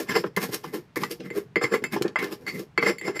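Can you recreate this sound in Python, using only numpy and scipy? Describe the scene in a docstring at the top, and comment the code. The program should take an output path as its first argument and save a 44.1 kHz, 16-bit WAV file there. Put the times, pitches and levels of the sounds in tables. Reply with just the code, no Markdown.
"""A shallow stone mortar on a table in a small room, close to one microphone: nuts and spices are crushed.
From the start the stone pestle is pushed over the grit in quick strokes: the mortar rumbles and judders,
stone rasps on stone and the pestle sings. Between strokes it lands with a knock and a short ring, while
kernels crunch and crack and chillies pop. It lands hard about halfway through and again near the end,
where a last run of squeaking strokes and a knock close the three seconds."""
import sys
import numpy as np
from scipy import signal
from scipy.fft import rfft, irfft
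from scipy.io import wavfile
from scipy.ndimage import uniform_filter1d, map_coordinates

SR = 44100
rng = np.random.default_rng(int(sys.argv[2]) if len(sys.argv) > 2 else 0)


def generate_wav(signal):
    """Clip the signal to [-1, 1] and save it as 16-bit WAV at the path in sys.argv[1]."""
    frames = np.transpose(np.atleast_2d(signal))
    scaled = np.clip(frames, -1, 1) * 32767
    pcm = np.round(scaled).astype(np.int16)
    wavfile.write(sys.argv[1], SR, pcm)


N = 141120
T = np.arange(N) / SR
CUTOFF_HZ = 15700   # top of the microphone's range
GRIT_PER_S, GRIT_SPREAD_DB = 5500, 2
ROLL_DEPTH, ROLL_HZ = 0.011, 44.64   # the rolling point of contact pulls the resonances about

# Resonances of the table, the mortar's body, the stone faces and the pestle: pitch_hz, level_db, t60_s
TABLE_MODES = [(153.1, -3, 0.12), (195.9, 0, 0.072), (255.4, 1, 0.048)]
MORTAR_MODES = [(314, -7, 0.089), (406.5, 2.5, 0.067), (464, 1, 0.13), (533, -10, 0.023)]
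FACE_MODES = [(734, -3.5, 0.026), (916, -2.5, 0.012), (1110, 1.5, 0.027), (1271, -1.5, 0.015),
              (1370, -0.5, 0.02), (1686, 1.5, 0.027), (1811, -0.5, 0.064), (2444, -6, 0.0048)]
PESTLE_MODES = [(2086, 14, 0.037), (2194.5, 0.5, 0.11)]
# High resonances of the mortar's bowl: pitch_hz, level_db, t60_s
BOWL_MODES = [(2370, 0, 0.0032), (3060, 6, 0.0035), (4700, -9, 0.0079), (5096, 3.5, 0.012),
              (5265, 2, 0.0035), (5800, -1, 0.0076)]
# Spectrum of breaking crumbs: frequency_hz, level_db
CRUNCH_SPECTRUM = [(300, -12), (2000, -8), (4000, -1), (6500, -2), (8500, -6), (13500, 1), (15000, -9),
                   (15700, -31)]
# Pushes of the pestle: peak_s, rise_s, fall_s, boom_db, rumble_db, rasp_db, ring_db, grit_db, crunch_db
GRINDING_STROKES = [ (.005, 0.06, 0.049, -33, -27.5, -38, -46, -40.5, -37),
                    (0.096, 0.009, 0.017, -26, -33, -30, -23, -50, -43),
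                    (.122, 0.043, 0.018, -31, -30.5, -28, -42, -35, -42),
                    (0.164, 0.025, 0.031, -32.5, -19.5, -21.5, -26, -31, -38),
                    (0.196, 0.039, 0.046, -35.5, -30.5, -55, -66, -45.5, -46),
                    (0.272, 0.04, 0.014, -33.5, -54, -42, -65, -53, -57),
                    (0.374, 0.0058, 0.027, -23.5, -23, -24, -25, -39, -35.5),
                    (0.439, 0.046, 0.042, -30, -30, -31.5, -38, -37, -32.5),
                    (0.495, 0.015, 0.017, -30.5, -30.5, -64, -67, -50, -48),
                    (0.538, 0.028, 0.049, -40, -29, -36.5, -39.5, -37, -34),
                    (0.645, 0.013, 0.043, -56, -37, -42.5, -69, -43.5, -48),
                    (0.679, 0.053, 0.093, -38, -48, -53, -51.5, -62, -55),
                    (0.743, 0.014, 0.053, -32.5, -25, -37.5, -44.5, -42.5, -40),
                    (0.97, 0.0084, 0.027, -30.5, -24.5, -30.5, -30, -62, -38),
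                    (1.024, 0.043, 0.065, -31.5, -35.5, -41, -45, -42.5, -40.5),
                    (1.114, 0.014, 0.039, -43, -30, -44, -45, -38, -36),
                    (1.204, 0.012, 0.092, -37, -37, -61, -68, -52.5, -75),
                    (1.264, 0.038, 0.049, -34.5, -45, -50.5, -44.5, -60, -58),
                    (1.38, 0.05, 0.042, -36, -30.5, -39, -46, -48.5, -44),
                    (1.616, 0.0061, 0.08, -57, -25, -28, -35, -51, -54),
                    (1.64, 0.0047, 0.028, -28, -20.5, -26.5, -18, -45, -57),
                    (1.726, 0.014, 0.028, -28, -19.5, -28, -44, -45, -57),
                    (1.741, 0.0086, 0.034, -27, -15.5, -22.5, -23, -46, -39),
                    (1.822, 0.002, 0.054, -31, -31, -55, -63, -56, -68),
                    (1.939, 0.022, 0.037, -24, -33, -32.5, -32, -39, -38),
                    (1.968, 0.013, 0.033, -37, -21.5, -36, -63, -41.5, -64),
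                    (2.014, 0.0045, 0.011, -24.5, -19, -40, -54, -62, -75),
                    (2.056, 0.025, 0.054, -32, -30.5, -35.5, -53, -67, -85),
                    (2.191, 0.0073, 0.054, -35.5, -39, -32, -27.5, -64, -53),
                    (2.231, 0.029, 0.069, -34.5, -26, -32.5, -38, -41, -44.5),
                    (2.328, 0.027, 0.038, -37.5, -31, -42, -58, -41.5, -42),
                    (2.42, 0.047, 0.21, -47.5, -47.5, -62, -72, -69, -65),
                    (2.482, 0.015, 0.056, -43, -38.5, -39.5, -28.5, -59, -46),
                    (2.559, 0.044, 0.044, -30.5, -36, -48.5, -39, -61, -47),
                    (2.596, 0.024, 0.042, -36, -28, -45, -60, -45.5, -44),
                    (2.834, 0.023, 0.017, -29, -27, -31.5, -26, -40, -45),
                    (2.87, 0.018, 0.015, -48, -20.5, -22.5, -18, -39, -42),
                    (2.894, 0.069, 0.04, -29.5, -20.5, -28, -25.5, -38.5, -47),
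                    (3.056, 0.033, 0.044, -39, -32, -43.5, -31.5, -63, -64),
                    (3.081, 0.019, 0.046, -32.5, -27, -31.5, -36, -46, -56),
                    (3.169, 0.029, 0.024, -56, -31, -39, -33, -46, -57)]


def grinding():
    """Grit under the pestle excites table, mortar, stone faces and pestle, while crumbs break."""
    power = sum(np.outer(from_db(levels), swell(peak, rise, fall)) ** 2
                for peak, rise, fall, *levels in GRINDING_STROKES)
    boom, rumble, rasp, song, sand, crunch = power
    clumps = rms_one(from_db(2 * wander(hz=148))) ** 2   # crumbs break in clusters
    grit = grains(GRIT_PER_S, GRIT_SPREAD_DB)
    crumbs = grains(per_s=2000, spread_db=1.5)
    layers = [(boom, ring(ring(grit, TABLE_MODES), TABLE_MODES)),
              (rumble, ring(grit, MORTAR_MODES)),
              (rasp, waver(ring(grit, FACE_MODES), ROLL_DEPTH, ROLL_HZ)),
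              (song, waver(ring(grit, PESTLE_MODES), ROLL_DEPTH, ROLL_HZ)),
              (sand * clumps, ring(crumbs, BOWL_MODES)),
              (crunch * clumps, colour(crumbs, CRUNCH_SPECTRUM))]
    return sum(np.sqrt(layer_power) * steady(sound) for layer_power, sound in layers)


# The stone's clink, its high overtones and the mortar's rim: pitch_hz, level_db, t60_s
CLINK_MODES = [(4505, 0, 0.055)]
OVERTONE_MODES = [(7200, -1.5, 0.02), (7480, 6.5, 0.04), (9430, -9, 0.034), (10550, -2.5, 0.014),
                  (11280, -8, 0.018), (12900, -7, 0.009), (14400, -6, 0.023)]
RIM_MODES = [(2621, -2, 0.15), (3200, -6.5, .1), (3430, -10.5, 0.047), (4980, -6, 0.14)]
# The pestle lands: start_s, thud_db, clack_db, ring_db, ring_pitch_hz, clink_db, overtone_db
LANDINGS = [(0.24, -27.5, -33.5, -57, 2110, -75, -70), (0.3634, -31.5, -49, -29, 2080, -53, -50),
            (0.9592, -39, -34, -36.5, 1920, -65, -62), (1.035, -37, -31, -30.5, 1945, -54, -46),
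            (1.303, -32.5, -45, -36.5, 2100, -58, -54.5), (1.558, -19.5, -25.5, -19, 2090, -40, -49.5),
            (1.8394, -36.5, -30, -23.5, 2095, -44.5, -38.5), (2.158, -43, -21.5, -18.5, 2048, -52, -51),
            (2.466, -48, -38, -31.5, 2060, -43, -51), (2.7771, -23, -20.5, -17, 2150, -32.5, -46),
            (2.8266, -23.5, -24.5, -23, 2080, -38, -52), (2.984, -71, -60, -37, 2120, -48, -46.5),
            (3.013, -39.5, -45, -33, 2020, -62, -49), (3.193, -34, -45, -27, 2140, -36, -43)]


def knocks():
    """Stone meets stone: a clack, the pestle's ring, the rim's after-ring, then a thud on the table."""
    out, t = np.zeros(N), T[:SR // 4]
    click = signal.unit_impulse(len(t))
    chatter = dict(depth=0.0097, hz=220)   # a landing pestle chatters, which roughens its ring
    thud = ring(soften(click, 1180), MORTAR_MODES) + from_db(-8) * ring(soften(click, 450), TABLE_MODES)
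    for start, thud_db, clack_db, ring_db, ring_hz, clink_db, overtone_db in LANDINGS:
        skitter = noise_burst(t, t60_s=0.1)   # the pestle skitters on grit as it lands
        contact = click + from_db(-1.5) * skitter / np.linalg.norm(skitter)
        cushioned = soften(contact, 3200)
        faces = [(hz, db + rng.normal(0, 0.37), t60 * 0.21) for hz, db, t60 in FACE_MODES]
        clack = ring(soften(contact, 2110), faces)
        pestle = from_db(ring_db) * struck(ring(cushioned, PESTLE_MODES, ring_hz / PESTLE_MODES[0][0]))
        clink = from_db(clink_db) * struck(ring(contact, CLINK_MODES))
        # the overtones shift with each point of contact, and lie lower when the pestle is not pressed down
        shifted = [(hz * (1 + rng.normal(0, 0.018)), db, t60) for hz, db, t60 in OVERTONE_MODES]
        overtones = ring(contact, shifted, tuning=0.98)
        add(out, start, from_db(clack_db) * struck(clack))
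        add(out, start, waver(pestle + clink, **chatter))
        add(out, start, from_db(overtone_db) * struck(waver(overtones, **chatter)))
        add(out, start, from_db(ring_db - 20) * struck(ring(cushioned, RIM_MODES)))
        add(out, start + 0.00363, from_db(thud_db) * struck(thud))
    return out


# Resonances of the stone's squeak: pitch_hz, level_db, t60_s
SQUEAK_MODES = [(5030, 0.18, 0.032), (5346, -2.2, 0.017)]
# Slides on bare stone: peak_s, rise_s, fall_s, overtone_pitch_hz, clink_db, squeak_db, overtone_db
BARE_SLIDES = [(0.099, 0.018, 0.022, 7436, -47, -42, -40.5), (0.166, .032, 0.047, 7507, -38, -32.5, -40.5),
               (1.636, 0.019, 0.036, 7430, -39.5, -36.5, -37), (1.743, .04, 0.036, 7440, -45, -44, -41),
               (2.487, 0.02, 0.047, 7090, -37, -53, -53), (2.885, .04, 0.044, 7480, -39.5, -35, -37),
               (3.073, 0.035, 0.046, 7280, -52, -43, -45), (3.169, 0.02, 0.026, 7400, -50, -46, -41.5)]


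def skids():
    """Bare stone catches on stone: the high modes sing, the overtones shifting with each stroke's grip."""
    shapes = [swell(peak, rise, fall) ** 2 for peak, rise, fall, *_ in BARE_SLIDES]
    overtone_hz, clink_db, squeak_db, overtone_db = np.transpose(BARE_SLIDES)[3:]
    grip = overtone_hz @ shapes / sum(shapes) / OVERTONE_MODES[1][0]
    catches = grains(GRIT_PER_S, GRIT_SPREAD_DB)
    voices = [(clink_db, CLINK_MODES, 1), (squeak_db, SQUEAK_MODES, 1), (overtone_db, OVERTONE_MODES, grip)]
    out = 0
    for db, modes, tuning in voices:
        singing = waver(ring(catches, modes), ROLL_DEPTH, ROLL_HZ, tuning)
        out = out + np.sqrt(from_db(db) ** 2 @ shapes) * steady(singing)
    return out


# Brief hums of the mortar under a juddering pestle: peak_s, rise_s, fall_s, pitch_hz, level_db
JUDDER_HUMS = [(0.17, 0.009, 0.01, 445, -14.5), (0.244, 0.0051, 0.0053, 419, -18),
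               (1.384, 0.026, 0.012, 402, -17.5), (1.749, 0.004, 0.034, 429, -17),
               (2.053, 0.0052, 0.014, 412.3, -13.5), (3.104, 0.033, 0.018, 399.3, -22.5)]


def judders():
    """The pestle sticks and slips in step with the mortar's main resonance."""
    clock = np.cumsum(1 + 0.0298 * wander(hz=99)) / SR   # the pitch wobbles by about 3 percent
    return sum(from_db(db) * swell(peak, rise, fall) * np.sqrt(2) * np.sin(2 * np.pi * hz * clock)
               for peak, rise, fall, hz, db in JUDDER_HUMS)


# Spectrum of a splitting kernel: frequency_hz, level_db
CRACK_SPECTRUM = [(300, -5.5), (2600, 0), (4500, 2), (8500, -6.5), (14000, 1), (16000, -8)]
# Kernels split: start_s, level_db, lowpass_hz
KERNEL_CRACKS = [(0.3653, -32, 14900), (0.544, -28, 12400), (0.9587, -36.5, 14600), (1.0355, -28.5, 2950),
                 (1.205, -46.5, 4030), (1.84, -38, 9000), (1.924, -41, 15000), (2.022, -28.5, 9100),
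                 (2.08, -40.5, 4350), (2.243, -36.5, 7650)]


def cracks():
    """A kernel splits in a very short, bright burst."""
    out = np.zeros(N)
    for start, db, lowpass_hz in KERNEL_CRACKS:
        burst = colour(noise_burst(T[:SR // 20], t60_s=0.023), CRACK_SPECTRUM)
        add(out, start, from_db(db) * struck(soften(burst, lowpass_hz)))
    return out


# Wet flesh gives way with a small rising pop: peak_s, pitch_at_peak_hz, level_db
CHILLI_POPS = [(0.243, 1100, -27.5), (.375, 930, -26), (0.645, 1014, -30.5), (1.036, 1042, -22.5),
               (1.965, 850, -23)]
POP_OCTAVES_PER_S = 99.5


def pops():
    """Air pockets in the squeezed chillies close, so their pitch shoots up."""
    out = 0
    for peak, hz, db in CHILLI_POPS:
        pitch = hz * 2 ** np.clip((T - peak) * POP_OCTAVES_PER_S, -0.5, 1)
        chirp = np.sqrt(2) * np.sin(2 * np.pi * np.cumsum(pitch) / SR)
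        out = out + from_db(db) * swell(peak, rise_s=0.0043, fall_s=0.0085) * chirp
    return out


# Reflections from the table and near wall, then from the room: t60_s, level_db, delay_s
ROOM_REFLECTIONS = [(0.074, -6, 0.0033), (0.298, -19, 0.015)]
# Tone of the reflected sound: frequency_hz, gain_db
REFLECTION_SPECTRUM = [(100, 7), (400, -0.5), (2000, -6), (6000, 0), (15000, -6)]


def room(x):
    """The small room returns a dense early cluster of reflections and a fainter, longer tail."""
    t, response = T[:SR // 2], 0
    for t60, db, delay in ROOM_REFLECTIONS:
        tail = noise_burst(t, t60) * (t > delay)
        response = response + from_db(db) * tail / np.linalg.norm(tail)
    return signal.fftconvolve(x, colour(response, REFLECTION_SPECTRUM))[:N]


# Spectrum of the room's background: frequency_hz, level_db
ROOM_TONE_SPECTRUM = [(20, 12), (45, 4.5), (90, 1.5), (155, 6), (220, -7.5), (420, -20), (800, -18.5),
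                      (2000, -24.5), (5000, -36), (15000, -55)]


def room_tone():
    """A faint, steady, low noise lies behind the mortar."""
    return from_db(-47) * rms_one(colour(rng.standard_normal(N), ROOM_TONE_SPECTRUM))


def from_db(db):
    """Decibels to gain."""
    return 10 ** (np.asarray(db) / 20)


def rms_one(x):
    """Scale to unit rms."""
    return x / np.sqrt(np.mean(x ** 2) + 1e-20)


def steady(x):
    """Hold the level at one while keeping the fine grain."""
    return x / np.sqrt(np.abs(uniform_filter1d(x ** 2, 500)) + 1e-12)


def struck(x):
    """Scale a blow to unit rms over its first 8.2 ms."""
    return x / np.sqrt(np.mean(x[:int(0.0082 * SR)] ** 2))


def soften(x, hz):
    """Gentle low-pass, as of a cushioned contact."""
    return signal.sosfilt(signal.butter(2, min(hz, CUTOFF_HZ), fs=SR, output="sos"), x)


def colour(x, points):
    """Minimum-phase filter through (frequency_hz, gain_db) points."""
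    hz, db = np.transpose(points)
    size = 4096
    curve_db = np.interp(np.log(np.fft.rfftfreq(size, 1 / SR) + 1), np.log(hz), db)
    cepstrum = irfft(np.log(from_db(curve_db)))
    cepstrum[1:size // 2] *= 2
    cepstrum[size // 2 + 1:] = 0
    return signal.fftconvolve(x, irfft(np.exp(rfft(cepstrum))))[:len(x)]


def ring(x, modes, tuning=1):
    """Parallel modes of alternating sign; each level sets the mode's energy."""
    out = 0
    for k, (hz, db, t60) in enumerate(modes):
        radius = np.exp(-np.log(1000) / (t60 * SR))
        angle = 2 * np.pi * hz * tuning / SR
        mode = signal.lfilter([1, 0, -1], [1, -2 * radius * np.cos(angle), radius ** 2], x + 1e-18)
        out = out + (-1) ** k * from_db(db) * np.sqrt(1 - radius) * mode
    return out


def grains(per_s, spread_db):
    """Random clicks of uneven size."""
    sizes = from_db(spread_db * np.minimum(rng.exponential(1, N), 5)) * rng.choice([-1, 1], N)
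    return sizes * (rng.random(N) < per_s / SR)


def noise_burst(t, t60_s):
    """White noise that dies away by 60 dB in t60_s."""
    return rng.standard_normal(len(t)) * np.exp(-np.log(1000) * t / t60_s)


def swell(peak_s, rise_s, fall_s):
    """Pressure builds to a peak and dies away; rise and fall each span 20 dB."""
    before = (np.maximum(peak_s - T, 0) / rise_s) ** 1.29
    after = np.maximum(T - peak_s, 0) / fall_s
    return from_db(-20 * np.minimum(before + after, 10))


def wander(hz, size=N):
    """Random drift of unit rms, mostly slower than hz."""
    return rms_one(soften(rng.standard_normal(size), hz))


def waver(x, depth, hz, tuning=1):
    """Let a ringing sound's pitch wander about its tuning."""
    speed = tuning * (1 + depth * wander(hz, len(x)))
    return map_coordinates(x, [np.cumsum(speed)], order=3, mode="mirror")


def add(out, start_s, x):
    """Mix a sound in at a time."""
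    i = int(start_s * SR)
    out[i:i + len(x)] += x[:max(N - i, 0)]


def scene():
    """The mortar close by, its reflections and the room tone behind it, in mono."""
    mortar = grinding() + skids() + knocks() + judders() + cracks() + pops()
    background = room_tone()
    return (mortar + room(mortar) + background)[None]


def record(dry):
    """The microphone thins the bass and cuts the top."""
    thin = signal.sosfilt(signal.butter(2, 130, "high", fs=SR, output="sos"), dry)
    return signal.sosfilt(signal.ellip(10, 0.2, 80, CUTOFF_HZ, fs=SR, output="sos"), thin)


dry = scene()
out = record(dry)
generate_wav(out)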